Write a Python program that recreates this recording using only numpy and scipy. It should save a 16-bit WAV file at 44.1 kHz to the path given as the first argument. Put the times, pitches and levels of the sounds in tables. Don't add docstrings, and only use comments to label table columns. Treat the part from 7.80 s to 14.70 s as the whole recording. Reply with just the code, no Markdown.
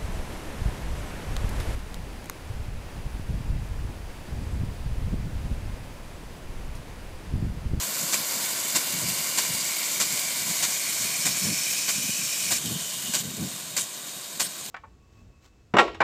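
import sys
import numpy as np
from scipy import signal
from scipy.fft import rfft, irfft, next_fast_len
from scipy.io import wavfile
from scipy.ndimage import uniform_filter1d

SR = 44100
rng = np.random.default_rng(int(sys.argv[2]) if len(sys.argv) > 2 else 0)


def put_to_file(sound):
    columns = np.atleast_2d(sound).T
    safe = np.clip(columns, -1, 1)
    whole_steps = np.round(safe * 32767)
    wavfile.write(sys.argv[1], SR, whole_steps.astype(np.int16))


N = 304290
TIME = np.arange(N) / SR

# t/s, level/dB, half length/s
GUSTS = [(0.224, -40, .018), (1.154, -35.5, .019), (1.257, -35.5, 0.065), (1.72, -39.5, .035),
         (2.697, -40, .02), (3.49, -40, .04), (3.685, -30, .035), (4.22, -37.5, .04), (4.294, -29, 0.0067),
         (4.715, -38, .016), (4.912, -29.5, 0.039), (5.291, -36.5, 0.012), (5.457, -38, 0.063),
         (5.628, -29.5, 0.035)]
# f/Hz, level/dB
WIND_COLOUR = [(25, -26), (50, -23), (90, -7), (140, 0.5), (200, 2), (300, -11.5), (450, -20), (800, -33),
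               (2000, -67)]
# lag before sway/ms, gain, band centre f/Hz, band sharpness Q
ECHOES = [(2.263, -0.42, 385, 0.43), (1.499, -0.2, 1330, 0.54), (1.097, -0.19, 1330, 4.2),
          (1.841, -0.22, 6700, 1.9)]
# t/s, factor
MIC_SWAY = [(1.5, 1), (2.55, .986), (3.7, .949), (5.1, .973), (6.5, .957)]
# t/s, level/dB, fade time/s
SPITS = [(1.285, -24, 0.02), (2.325, -20, .0012), (2.360, -24, .002), (2.394, -18, .004),
         (4.858, -24, 0.0033), (5.568, -28, .002)]
SLAP_LEVELS = [-20.5, -18.5, -21.5, -21, -23, -23, -23.5, -23, -21, -21.5, -21.5]
# f/Hz, level/dB
SLAP_COLOUR = [(60, -24), (180, -6), (420, -10.5), (1000, -6.5), (1300, -6.5), (1600, -4.5), (3200, -5),
               (4500, -2.5), (6000, -2.5), (7400, 3), (8900, -5.5), (10000, -13), (11500, -9.5),
               (15000, -14)]
# t/s, depth (0 clear of the jet, 1 grazing, 2 deep)
PIN_DEPTH = [(0, 3), (.6, 1.95), (2.1, 1.42), (2.7, 1.46), (3.2, 1.28), (4.4, .97), (4.77, 1.1),
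             (4.8, 0.47), (4.88, 0.57), (5.4, 0.66), (5.43, 0.05), (5.65, 0.19), (6.2, 0), (6.9, .02)]
# f/Hz, width/Hz, level against the hiss before trim/dB, depth where loudest
PIN_TONES = [(4750, 180, -14, 1.6), (2834, 190, -17, 1.66), (4360, 220, -15.5, 1.26),
             (3110, 130, -22, 1.24), (5420, 210, -10, 1.12), (3900, 160, -21, 0.97), (5960, 180, -12, 1.03),
             (2950, 160, -15.5, 0.92), (3560, 420, -11.5, 0.51)]
# f/Hz, level/dB
FREE_JET = [(60, -42), (180, -11.5), (420, -4.5), (1300, -6.5), (2000, -7.5), (3200, -4), (4500, -2.8),
            (5600, -6), (7000, 0.5), (8600, -1.3), (9700, -8.5), (11200, -10.5), (12800, -6), (15000, -12)]
GRAZED_JET = [(60, -21), (180, -14.5), (420, -11.5), (1300, -12), (1800, -9), (3500, -5), (4400, -3.5),
              (5000, -3), (5500, -3.5), (7150, 2.5), (8700, -1), (9800, -7), (12000, -7), (15000, -10)]
BROKEN_JET = [(60, -24), (180, -12), (420, -6.5), (1000, -6), (1400, -7.5), (3300, -7), (4150, -4.5),
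              (4750, -2), (5400, -6.5), (7350, 0.5), (8900, -5), (10200, -9), (11400, -5), (15000, -9)]


def undb(db):
    return 10 ** (np.asarray(db) / 20)


def unit(x):
    return x / np.sqrt(np.mean(x ** 2))


def curve(table):
    return np.interp(TIME, *np.transpose(table))


def bell(x, centre, span):
    return np.exp(-((x - centre) / span) ** 2)


def wander(rate):
    step = max(int(SR / rate), 1)
    stairs = np.repeat(rng.standard_normal(N // step + 1), step)
    return unit(uniform_filter1d(stairs, step)[:N])


def colour(x, points):
    hz, db = np.transpose(points)
    size = next_fast_len(N)
    bin_hz = np.maximum(np.fft.rfftfreq(size, 1 / SR), 1)
    gain = undb(np.interp(np.log(bin_hz), np.log(hz), db))
    return unit(irfft(rfft(x, size) * gain, size)[:N])


def soft_filter(x, hz, kind):
    return signal.sosfilt(signal.butter(2, hz, kind, fs=SR, output="sos"), x)


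def bandpass(x, hz, q):
    k = np.tan(np.pi * hz / SR)
    return signal.lfilter([k / q, 0, -k / q], [1 + k / q + k * k, 2 * (k * k - 1), 1 - k / q + k * k], x)


def wind(breeze_db=-51, lull_s=5.75, lull_db=-3, wake_db=-16, wake_s=0.11):
    power = undb(breeze_db + lull_db * (TIME > lull_s) + 3 * wander(14)) ** 2
    for start, db, half_s in GUSTS:
        power += undb(db) ** 2 * bell(TIME, start, half_s)
        power += undb(db + wake_db) ** 2 * bell(TIME, start, wake_s)
    strength = np.sqrt(power)
    thump = colour(rng.standard_normal(N) * undb(3 * wander(90)), WIND_COLOUR)
    rasp = bandpass(rng.standard_normal(N), hz=360, q=0.92)
    rasp = unit(soft_filter(rasp, hz=506, kind="low"))
    return strength * (thump + undb(-13) * strength / strength.max() * rasp)


def add_echoes(x):
    sway = curve(MIC_SWAY)
    out = x
    for lag_ms, gain, hz, q in ECHOES:
        lag_s = sway * lag_ms / 1000
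        out = out + gain * np.interp(TIME - lag_s, TIME, bandpass(x, hz, q))
    return out


def spray(drops_per_s, spread_db, drops_db, flutter_db, flutter_rate, flicker_db=2.7, flicker_rate=45):
    sizes = undb(spread_db * np.minimum(rng.exponential(size=N), np.pi))
    drops = (rng.random(N) < drops_per_s / SR) * sizes * rng.choice([-1, 1], N)
    mist = rng.standard_normal(N)
    size = next_fast_len(N)
    spectrum = rfft(mist + undb(drops_db) * unit(drops), size)
    band = np.floor(2 * np.log2(np.maximum(np.fft.rfftfreq(size, 1 / SR) / 500, 1)))
    water = np.zeros(N)
    for k in np.unique(band):
        water += irfft(spectrum * (band == k), size)[:N] * undb(flicker_db * wander(flicker_rate))
    return water * undb(flutter_db * wander(flutter_rate))


def spits():
    bursts = sum(undb(db) * (TIME >= t) * np.exp(-abs(TIME - t) / fade_s) for t, db, fade_s in SPITS)
    hiss = colour(rng.standard_normal(N), BROKEN_JET)
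    return bursts * soft_filter(hiss, hz=2500, kind="high")


def swing_arm(depth, first_strike_s=0.323, swing_s=0.62404, swing_growth_s=0.00068):
    entry_s, wet_s, release_s = 0.0036, 0.031, 0.016
    splash_s, splash_fade_s = 0.077, 0.014
    slap, splash = np.zeros((2, N))
    strike_s = first_strike_s
    for swing, db in enumerate(SLAP_LEVELS):
        age = TIME - strike_s
        full_s = 0.012 + 0.0038 * np.interp(strike_s, TIME, depth)
        stages_s = [0, entry_s, full_s, wet_s, wet_s + release_s]
        slap += undb(db) * np.interp(age, stages_s, [0, undb(-4), 1, undb(-5), 0])
        splash += np.interp(age, [0, wet_s, splash_s, splash_s + splash_fade_s], [0, 1, 1, 0])
        strike_s += swing_s + swing * swing_growth_s
    impact = spray(drops_per_s=3000, spread_db=1, drops_db=-2.5, flutter_db=1.5, flutter_rate=450,
                   flicker_db=0.8, flicker_rate=150)
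    sheet = spray(drops_per_s=2000, spread_db=1.5, drops_db=-1, flutter_db=1.0, flutter_rate=300)
    splash *= undb(-30.5 - 3 * depth)
    return slap * colour(impact, SLAP_COLOUR) + splash * colour(sheet, GRAZED_JET)


def flow_tone(hz, width_hz, spurt_db, spurt_rate=35):
    real, imag = soft_filter(rng.standard_normal((2, N)), hz=width_hz / 2, kind="low")
    pure_tone = np.exp(2j * np.pi * np.cumsum(hz * np.ones(N)) / SR)
    smeared = np.real((real + 1j * imag) * pure_tone)
    return unit(smeared * undb(spurt_db * wander(spurt_rate)))


def jet(depth, free_db=-37, split_db=-27.5, split_depth=1.157, tone_trim_db=-0.9):
    level_db = np.interp(depth, [0, split_depth], [free_db, split_db])
    level_db -= 0.64 * np.maximum(depth - split_depth, 0)
    water = spray(drops_per_s=1500, spread_db=3.5, drops_db=-5, flutter_db=0.43, flutter_rate=260,
                  flicker_db=0.79)
    water *= undb(0.4 * wander(25.06))
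    hiss = np.zeros(N)
    for stage, points in enumerate([FREE_JET, GRAZED_JET, BROKEN_JET]):
        share = np.maximum(1 - abs(np.clip(depth, 0, 2) - stage), 0)
        hiss += share * colour(water, points)
    deep_hz, free_hz = 2170, 3770
    hollow_hz = deep_hz + (free_hz - deep_hz) * bell(depth, centre=0, span=0.77)
    hollow_gain = undb(-11.5) * bell(depth, centre=0.89, span=1.2)
    tones = hollow_gain * flow_tone(hollow_hz, width_hz=314, spurt_db=1.2)
    for hz, width_hz, db, best_depth in PIN_TONES:
        gain = undb(db + tone_trim_db) * bell(depth, best_depth, span=0.21)
        tones += gain * flow_tone(hz, width_hz, spurt_db=2.1)
    return undb(level_db) * (hiss + tones)


def scene():
    depth = curve(PIN_DEPTH)
    sprinkler = jet(depth) + spits() + swing_arm(depth)
    return (add_echoes(sprinkler) + wind())[None]


def record(dry, bass_hz=74, top_hz=15330):
    thinned = soft_filter(dry, bass_hz, kind="high")
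    return signal.sosfilt(signal.ellip(14, .1, 75, top_hz, fs=SR, output="sos"), thinned)


dry = scene()
out = record(dry)
put_to_file(out)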